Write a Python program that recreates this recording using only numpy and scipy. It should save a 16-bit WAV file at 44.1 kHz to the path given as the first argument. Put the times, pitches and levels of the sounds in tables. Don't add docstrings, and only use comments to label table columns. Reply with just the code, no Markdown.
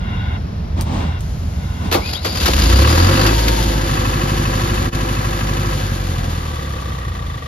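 import sys
import numpy as np
from scipy import signal
from scipy.fft import rfft, irfft, next_fast_len
from scipy.io import wavfile
from scipy.ndimage import uniform_filter1d, map_coordinates

SR = 44100
rng = np.random.default_rng(int(sys.argv[2]) if len(sys.argv) > 2 else 0)


def master_out(mix):
    frames = np.transpose(np.atleast_2d(mix))
    ceiling = np.clip(frames, -1, 1)
    pcm = np.round(ceiling * 32767).astype(np.int16)
    wavfile.write(sys.argv[1], SR, pcm)


N = 329427


def amp(db):
    return np.exp(np.asarray(db) * (np.log(10) / 20))


def unit(x):
    return x / np.sqrt(np.mean(x ** 2) + 1e-20)


def clock():
    return np.arange(N) / SR


def curve(rows):
    return np.interp(clock(), *np.transpose(rows))


def along(points, hz):
    f, v = np.transpose(points)
    return np.interp(np.log(hz + 1), np.log(f), v)


def wobble(rate):
    t = clock()
    coarse = t[::16]
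    knots = rng.standard_normal(int(N * rate / SR) + 4)
    return np.interp(t, coarse, map_coordinates(knots, [coarse * rate]))


def filtered(x, response):
    size = next_fast_len(N + SR // 2)
    return irfft(rfft(x, size) * response(np.fft.rfftfreq(size, 1 / SR)), size)[..., :N]


def colour(points):
    return lambda hz: amp(along(points, hz))


def resonances(modes):
    return lambda f: sum((-1) ** k * amp(db) * 1j * f * width / (hz * hz - f * f + 1j * f * width)
                         for k, (hz, width, db) in enumerate(modes))


def noise(response):
    return unit(filtered(rng.standard_normal((2, N)), response))


def tone(turns):
    return np.sqrt(2) * np.cos(2 * np.pi * turns)


def ringing(modes):
    return np.array([sum(amp(db + wobble(25)) * tone(hz * clock() + 0.23 * wobble(width))
                         for hz, width, db in modes) for _ in range(2)])


def decay(start, t60, attack):
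    age = np.maximum(clock() - start, 0)
    return (1 - np.exp(-age / attack)) * amp(-60 * age / t60)


def ramp(start, rise):
    return np.clip((clock() - start) / rise, 0, 1)


def swell(start, attack, end, t60):
    return ramp(start, attack) * amp(-60 * np.maximum(clock() - end, 0) / t60)


def swells(rows):
    return sum(amp(db) * swell(*timing) for *timing, db in rows)


def beat(turns, life, attack=0.0028):
    age = (turns % 1) / np.maximum(np.gradient(turns) * SR, 1)
    return np.exp(-age / life) * (1 - np.exp(-age / attack))


def impulses(times, sizes):
    at = times[:, None] * SR
    taps = np.floor(at).astype(int) + np.arange(-7, 9)
    kernel = np.sinc(taps - at) * np.sinc((taps - at) / 8)
    return np.bincount(np.clip(taps, 0, N - 1).ravel(), (sizes[:, None] * kernel).ravel(), N)


# time_s, level_db
YARD_LEVEL = [(0, -19), (2.05, -20.5), (2.2, -24), (7.47, -28.5)]
# frequency_hz, level_db
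RUMBLE_SPECTRUM = [(20, -14), (42, -4), (80, 0.5), (130, -8), (200, -11.5), (300, -23.5), (480, -32),
                   (1200, -90)]
AIR_SPECTRUM = [(300, -2), (600, 3), (1200, -4.5), (5500, -15.5), (8200, -55), (11000, -35), (15000, -60)]


def yard():
    hum = amp(-9.5 + 0.77 * wobble(4.87)) * tone(81 * clock() + 0.27 * wobble(6))
    hum += amp(-21.5) * tone(200 * clock() + 0.11 * wobble(5.4))
    rumble = 0.62 * noise(colour(RUMBLE_SPECTRUM))
    return amp(curve(YARD_LEVEL)) * (rumble + hum) + amp(-43) * noise(colour(AIR_SPECTRUM))


# start_s, attack_s, end_s, t60_s, level_db
PUMP_BURSTS = [(-.05, 0.14, 0.369, 0.068, -38), (.98, 0.029, 1.18, 0.09, -40.5),
               (1.45, 0.2, 2.2, 0.23, -44.5)]
# pitch_hz, bandwidth_hz, level_db
PUMP_MODES = [(754, 97, 1.5), (1030, 51, 3), (1447, 81, 3), (2130, 150, -1), (2777, 45, 2.5),
              (3390, 170, -5.5), (3774, 65, -3)]


def pump():
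    return swells(PUMP_BURSTS) * noise(resonances(PUMP_MODES))


# start_s, attack_s, end_s, t60_s, level_db
SLEEVE_STROKES = [(.76, 0.032, 0.8, 0.37, -27), (.85, 0.062, 1.045, 0.39, -26),
                  (1.78, 0.076, 1.86, 0.49, -30)]
# frequency_hz, level_db
SLEEVE_SPECTRUM = [(90, -14), (185, 0.5), (320, -10), (480, -18.5), (1000, -16), (1400, -27), (3700, -29),
                   (7300, -43), (12000, -53.5)]


def sleeve():
    return swells(SLEEVE_STROKES) * amp(1.7 * wobble(49.03)) * noise(colour(SLEEVE_SPECTRUM))


# start_s, level_db
PANEL_CLICKS = [(0.8104, -16), (.8212, -31), (1.207, -27.5)]
# frequency_hz, level_db
PLASTIC_SPECTRUM = [(800, -30), (2000, 1), (7000, -1), (12000, 0), (15500, -9)]


def clicks():
    snaps = sum(amp(db) * (decay(s, 0.0049, attack=0.00027) + 0.11 * decay(s, 0.1, attack=.001))
                for s, db in PANEL_CLICKS)
    return snaps * noise(colour(PLASTIC_SPECTRUM))


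def hiss():
    envelope = amp(-59.5) + amp(-53.5) * swell(start=1.18, attack=0.028, end=1.9, t60=1.2)
    spectrum = colour([(1500, -5), (4000, 0.5), (7000, -2), (8400, -24), (11000, -1), (15000, -21)])
    return envelope * noise(spectrum)


# start_s, level_db, t60_s, frame_weight_db
STEEL_IMPACTS = [(1.913, -22.5, 0.13, 5.5), (1.924, -18, 0.11, -14), (1.942, -24.5, 0.2, 11.5),
                 (2.246, -22.5, 0.21, 1.5), (2.352, -28, 0.12, 3), (2.424, -27, 0.18, 0),
                 (2.457, -16, 0.14, -7.5), (2.48, -25.5, 0.077, 12.5), (3.262, -18.5, 0.12, -7),
                 (3.481, -15.5, 0.06, -19)]
# frequency_hz, level_db
CASING_SPECTRUM = [(550, -38), (980, -0.5), (1900, 0.5), (4600, -1), (7000, -11.5), (8500, -25),
                   (12000, -5.5), (15000, -35.5)]
FRAME_SPECTRUM = [(90, -37), (160, -15), (340, -0.5), (570, -6), (1200, -11.5), (3000, -48)]
# centre_s, level_db
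BLOCK_HEAVES = [(2.06, -30), (2.326, -23), (2.447, -13)]


def clunks():
    crash = sum(amp(db) * decay(s, t60, attack=0.0012) for s, db, t60, _ in STEEL_IMPACTS)
    knock = sum(amp(db + frame_db) * decay(s, t60, attack=0.0066)
                for s, db, t60, frame_db in STEEL_IMPACTS)
    t = clock()
    heave_hz, width_s = 65, 0.018
    heave = sum(amp(db) * np.cos(2 * np.pi * heave_hz * (t - s)) * np.exp(-((t - s) / width_s) ** 2)
                for s, db in BLOCK_HEAVES)
    return crash * noise(colour(CASING_SPECTRUM)) + knock * noise(colour(FRAME_SPECTRUM)) + heave


# start_s, attack_s, end_s, t60_s, level_db
STARTER_RASPS = [(1.95, 0.22, 2.14, 0.26, -25.5), (2.2, 0.055, 2.9, 7.3, -30.5)]
PINION_GRINDS = [(2.04, .015, 2.15, .15, -3), (2.255, .015, 2.3, .2, 1), (2.35, .012, 2.44, .2, -2),
                 (2.6, .08, 3.28, 1.5, -3)]
MOTOR_SQUEALS = [(2, 0.018, 2.07, .1, -41.5), (2.048, .006, 2.07, 0.16, -41),
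                 (2.146, 0.0057, 2.162, .22, -31.5)]
# frequency_hz, level_db
RASP_SPECTRUM = [(200, 2), (400, 6.5), (1500, -2.5), (2600, 0.5), (5100, 6.5), (5600, -10), (7000, -5),
                 (8400, -46), (11000, -1.5), (13500, -20), (15000, -52)]
# pitch_hz, bandwidth_hz, level_db
PINION_MODES = [(4585, 45, -40), (4660, 45, -41), (4915, 110, -42)]
# time_s, pitch_hz
MOTOR_PITCH = [(1.97, 1690), (2.02, 2210), (2.055, 2540), (2.125, 2500), (2.15, 3200), (2.17, 3730),
               (2.2, 3940), (2.24, 4540)]


def starter():
    rasp = swells(STARTER_RASPS) * amp(1.9 * wobble(140)) * 0.68 * noise(colour(RASP_SPECTRUM))
    ring = swells(PINION_GRINDS) * amp(3.9 * wobble(45)) * ringing(PINION_MODES)
    hz = curve(MOTOR_PITCH) * (1 + .04 * wobble(900))
    whine = swells(MOTOR_SQUEALS) * amp(3.5 * wobble(260)) * tone(np.cumsum(hz) / SR)
    return rasp + ring + whine


# time_s, firing_rate_hz
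FIRING_RATE = [(2.2, 5), (2.45, 14.5), (2.55, 22.5), (3, 42.8), (3.3, 54.3), (3.45, 55.5), (3.7, 51.8),
               (3.9, 49.7), (4.8, 50), (5.73, 49.85), (6.5, 37.9), (7.47, 24.1)]
# time_s, opening_fraction
FUEL_RACK = [(2.42, 0.3), (2.56, 1), (3.26, 0.83), (3.37, 0), (3.72, 0.21), (3.92, 0.3), (5.72, 0.28),
             (5.77, 0.22)]
RATED_HZ = 50
COAST_FROM_S, COAST_RISE_S = 5.7, 0.16
KNOCK_LEAD = .27


def controls():
    return np.log2(curve(FIRING_RATE) / RATED_HZ), np.clip(curve(FUEL_RACK), 0, 1)


def fired():
    return np.clip(controls()[1] / 0.31, 0, 1) ** 3.7


def vibration(turning_db, db_per_octave, burning_db, dry_db):
    octaves, fuel = controls()
    turning = amp(turning_db + db_per_octave * octaves)
    burning = fuel * amp(burning_db + 9 * octaves)
    unoiled = amp(dry_db) * swell(start=2.3, attack=0.054, end=2.99, t60=5.1)
    return np.sqrt(turning ** 2 + burning ** 2 + unoiled ** 2)


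def contacts(cycle, jitter, scatter, count=14):
    angle = (np.arange(count) + rng.random(count)) / count
    turns = (np.arange(np.floor(cycle[0]), cycle[-1])[:, None] + angle).ravel()
    chance = rng.standard_normal((len(turns), 2))
    times = np.interp(turns, cycle, clock()) + jitter * chance[:, 0]
    sizes = np.resize(rng.choice([-1, 1], count), len(turns)) * (1 + scatter * chance[:, 1])
    sizes /= np.sqrt(np.interp(turns, cycle, np.gradient(cycle)))
    inside = (turns > cycle[0]) & (turns < cycle[-1])
    return impulses(times[inside], sizes[inside])


def shaking(cycle, jitter, scatter, t60, groups=3):
    t = np.arange(SR // 10) / SR
    paths = rng.standard_normal((groups, 2, len(t))) * amp(-60 * t / t60)
    return sum(signal.oaconvolve(contacts(cycle, jitter, scatter)[None], pair, axes=1)[:, :N]
               for pair in paths)


# frequency_hz, level_db
BLOCK_SPECTRUM = [(80, -10), (140, 3), (240, -2), (310, -5), (400, -12.5), (490, -8), (550, -8), (640, -44),
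                  (1200, -79)]
KNOCK_SPECTRUM = [(400, -73), (650, -3), (770, 3.5), (870, 0.5), (990, 2.5), (1150, -3), (1450, -0.5),
                  (1630, 2), (1950, -4), (2400, -4.5), (4000, -80)]
CLATTER_SPECTRUM = [(1300, -3.5), (2300, -0.5), (3200, 2.5), (4700, -1), (5700, -5), (7200, -4.5),
                    (8300, -49), (9700, -6), (12000, -8.5), (14200, -11.5), (15500, -76)]
# pitch_hz, bandwidth_hz, level_db
CANOPY_MODES = [(343.5, 17, -6), (520.6, 14.5, -9)]
HEAD_MODES = [(720, 9.8, -16.5), (982, 9, 6), (1096, 47, -13), (1450, 85, 5.5), (1639, 21, -9),
              (2537, 100, -16), (2890, 27, -21)]


def engine_body(cycle):
    octaves, fuel = controls()
    firing = 4 * cycle + KNOCK_LEAD
    drive = np.sqrt(amp(-6.5 + 17.5 * octaves + 14.5 * fuel))
    running = 1 - ramp(COAST_FROM_S, COAST_RISE_S)
    punch = 1 + running * (0.58 + 0.7 * fuel ** 2) * amp(2 * wobble(35)) * beat(firing, life=0.013)
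    punch /= uniform_filter1d(punch, SR // 10)
    shudder = unit(0.91 + beat(firing, life=0.0063))
    block = 0.96 * noise(colour(BLOCK_SPECTRUM)) + 0.39 * drive * noise(resonances(CANOPY_MODES))
    block *= shudder * vibration(turning_db=-30, db_per_octave=12.5, burning_db=-34.5, dry_db=-24.5)
    sharp = shaking(cycle, jitter=.00004, scatter=0.31, t60=0.06)
    knock = 1.07 * unit(filtered(sharp, colour(KNOCK_SPECTRUM)))
    knock += 0.58 * running * drive * unit(filtered(sharp, resonances(HEAD_MODES)))
    knock *= vibration(turning_db=-37.5, db_per_octave=19, burning_db=-27.5, dry_db=-36)
    rattle = shaking(cycle, jitter=.00005, scatter=0.48, t60=0.082)
    clatter = unit(filtered(rattle, colour(CLATTER_SPECTRUM)))
    clatter *= vibration(turning_db=-34, db_per_octave=14.5, burning_db=-55, dry_db=-27.5)
    return ramp(2.176, 0.34) * (block + punch * (knock + clatter))


def thuds(turns, shape):
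    lag = (turns - np.round(turns)) / (np.gradient(turns) * SR) - .002
    return sum(-amp(db) * np.sin(2 * np.pi * hz * lag) * np.exp(-(lag / width) ** 2)
               for hz, width, db in shape)


# firing_multiple, level_db, full_fuel_rise_db, speed_db_per_octave
EXHAUST_HARMONICS = [(1, 1.5, 2, -1), (2, -1.5, 18, 10.5), (3, 2, 13, 7)]
# frequency_hz, gain_db
PIPE_RESPONSE = [(24, -64), (30, -52), (38, -37), (44, -28), (50, -27.5), (55, -20), (62, -20), (72, -22.5),
                 (88, -24.5), (100, -30.5), (112, -30), (130, -45), (150, -34.5), (170, -56)]
# pitch_hz, width_s, level_db
THUMP_PULSE = [(114, 0.01, -1), (210, 0.011, -16.5)]
CHUG_PULSE = [(118, 0.0055, -24.5)]


def exhaust(cycle):
    octaves, fuel = controls()
    firing, firing_hz = 4 * cycle, curve(FIRING_RATE)
    boom = 0
    for k, db, fuel_db, slope_db in EXHAUST_HARMONICS:
        source_db = db + fuel_db * fuel ** 2 + slope_db * octaves + wobble(15)
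        lag = 0.086 * (k - 1) ** 2
        boom += amp(source_db + along(PIPE_RESPONSE, k * firing_hz)) * tone(k * firing - lag)
    boom *= amp(-4 * (1 - ramp(2.52, .2)))
    thump = ramp(3.15, 0.9) * amp(-15 + 13.5 * octaves) * thuds(cycle, THUMP_PULSE)
    chug = ramp(COAST_FROM_S, COAST_RISE_S) * amp(2.5 * wobble(30)) * thuds(firing, CHUG_PULSE)
    return boom + thump + chug


# firing_multiple, level_db
HOUSING_HARMONICS = [(4, -39), (5, -34), (7, -32.5), (8, -48), (11, -47.5), (15, -46)]


def housing_drone(cycle):
    firing = 4 * cycle
    drone = sum(amp(db + 0.76 * wobble(22)) * tone(k * firing + rng.random() + 0.07 * wobble(30))
                for k, db in HOUSING_HARMONICS)
    return fired() * amp(16 * controls()[0]) * drone


def blows(cycle, places, modes, attack, jitter_s=.00009, scatter_db=1.5):
    t = np.arange(SR // 8) / SR
    out = np.zeros((2, N))
    centre_hz = np.mean([mode[0] for mode in modes])
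    for place, db, tilt_db in places:
        turns = np.arange(np.ceil(cycle[0]), cycle[-1] - 1) + place / 4
        chance = rng.standard_normal((len(turns), 2))
        times = np.interp(turns, cycle, clock()) + jitter_s * chance[:, 0]
        hits = impulses(times, amp(db + scatter_db * chance[:, 1]))
        ring = sum(amp(mode_db + tilt_db * np.log2(hz / centre_hz) - 60 * t / t60)
                   * tone(hz * t + rng.random((2, 1))) for hz, mode_db, t60 in modes)
        out += signal.oaconvolve(hits[None], ring * (1 - np.exp(-t / attack)), axes=1)[:, :N]
    return out


# pitch_hz, bandwidth_hz, level_db
COLD_MODES = [(1125, 360, -21.5), (1870, 360, -30.5), (2780, 800, -24.5), (4100, 830, -28),
              (4850, 400, -26)]
# place_firings, level_db, tilt_db_per_octave
CYLINDER_BLOWS = [(.66, -1, -3), (1.72, -9, 0), (2.55, 1, 4), (2.82, -1, 3), (3.78, -9, -4)]
# pitch_hz, level_db, t60_s
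GOVERNED_MODES = [(788, -35.5, 0.096), (988, -33.5, 0.11), (1105, -29.5, 0.072), (1196, -33.5, 0.12),
                  (1308, -27.5, 0.035), (1634, -31.5, 0.056), (1750, -30.5, 0.035), (1915, -30.5, .04),
                  (2597, -33.5, 0.052), (2935, -37, 0.058)]


def diesel_knock(cycle):
    governed = fired() * ramp(2.53, 0.3) * blows(cycle, CYLINDER_BLOWS, GOVERNED_MODES, attack=0.0019)
    cold_ring = sum(amp(db + 3.5 * wobble(30.02)) * noise(lambda f: resonances([(hz, width, 0)])(f) ** 2)
                    for hz, width, db in COLD_MODES)
    cold = swell(start=2.51, attack=.02, end=3.27, t60=0.17)
    return governed + cold * beat(4 * cycle + KNOCK_LEAD, life=0.0058) * cold_ring


# place_firings, level_db, tilt_db_per_octave
CANOPY_SHOVES = [(0.901, -2, 3), (1.819, -1, -1), (3.2, -7, 2), (3.849, -8, -8.5)]
# pitch_hz, level_db, t60_s
SHEET_MODES = [(271.6, -22, 0.057), (342.4, -24, 0.11), (521.5, -23.5, 0.068), (557, -35.5, 0.062)]


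def canopy(cycle):
    strength = vibration(turning_db=-9.5, db_per_octave=29, burning_db=1.5, dry_db=3.5)
    return ramp(2.57, .16) * strength * blows(cycle, CANOPY_SHOVES, SHEET_MODES, attack=0.0022)


# start_s, attack_s, end_s, t60_s, level_db
GEAR_WHINES = [(3.22, 0.2, 3.55, 1.9, -37), (6, 0.22, 6.26, 0.35, -44)]


def gear_whine(cycle):
    mesh = 17 * 4 * cycle
    return swells(GEAR_WHINES) * amp(2.8 * wobble(30)) * tone(mesh + 0.15 * wobble(70))


# pitch_hz, bandwidth_hz, level_db
STEEL_MODES = [(500, 57, 4), (1130, 38, -11), (1925, 110, 2), (2960, 720, -7), (3570, 500, -2.5)]
GEAR_MODES = [(480, 60, -31), (1166, 45, -25), (1885, 120, -33)]


def gear_ticks(cycle):
    stroke = 4 * cycle + .33 + .72 * controls()[0]
    limp = .05 * np.cos(np.pi * stroke)
    taps = beat(stroke + limp, life=0.0049, attack=0.0097)
    steel = amp(-43.5) * ramp(5.63, 0.86) * unit(0.051 + taps) * noise(resonances(STEEL_MODES))
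    return steel + ramp(5.828, 0.89) * 2 * taps * ringing(GEAR_MODES)


# frequency_hz, coherence_ratio
SIDE_COHERENCE = [(200, 0.34), (600, 0.19), (4000, 0.53), (9000, 0.19)]
# frequency_hz, side_over_mid_db
SIDE_LEVEL = [(60, -24), (120, -19), (250, -22), (400, -2.5), (700, 3.5), (1300, 3.5), (2400, -3),
              (4500, -2), (8200, 7), (13000, -7.5)]
# frequency_hz, left_over_right_db
BALANCE = [(120, -1), (280, -4.5), (600, 1.5), (1200, 1), (2300, 2), (4400, 5.5), (8000, -0.5)]


def stereo(pair):
    direct, second = pair
    coherence = lambda hz: np.clip(along(SIDE_COHERENCE, hz), 0, 1)
    side = filtered(direct, lambda hz: 1j * coherence(hz))
    side += filtered(second, lambda hz: np.sqrt(1 - coherence(hz) ** 2))
    side = filtered(side, colour(SIDE_LEVEL))
    ears = np.array([direct + side, direct - side])
    return filtered(ears, lambda hz: amp(np.outer([.5, -.5], along(BALANCE, hz))))


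def scene():
    cycle = np.cumsum(curve(FIRING_RATE)) / SR / 4
    cycle += .0875 * ramp(4.9, .02)
    cycle -= np.interp(5.193, clock(), cycle)
    opening = yard() + pump() + sleeve() + clicks() + hiss() + clunks() + starter()
    engine = engine_body(cycle) + exhaust(cycle) + housing_drone(cycle) + diesel_knock(cycle)
    return stereo(opening + engine + canopy(cycle) + gear_whine(cycle) + gear_ticks(cycle))


# frequency_hz, gain_db
LOW_CUT = [(21, -24), (31, -4), (42, -.5)]
DIP_S, DIP_WIDTH_S, DIP_DB = 4.91, 0.017, -18
GAIN_DB, STEP_DB, TOP_HZ = 2.5, 1.3, 15700


def record(dry):
    dip = amp(DIP_DB * np.exp(-((clock() - DIP_S) / DIP_WIDTH_S) ** 2))
    gain = amp(GAIN_DB - STEP_DB * ramp(DIP_S, DIP_WIDTH_S))
    x = filtered(dry * dip * gain, colour(LOW_CUT))
    x = x / (1 + np.abs(x) ** 8) ** (1 / 8)
    return filtered(x, lambda hz: hz < TOP_HZ)


dry = scene()
out = record(dry)
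master_out(out)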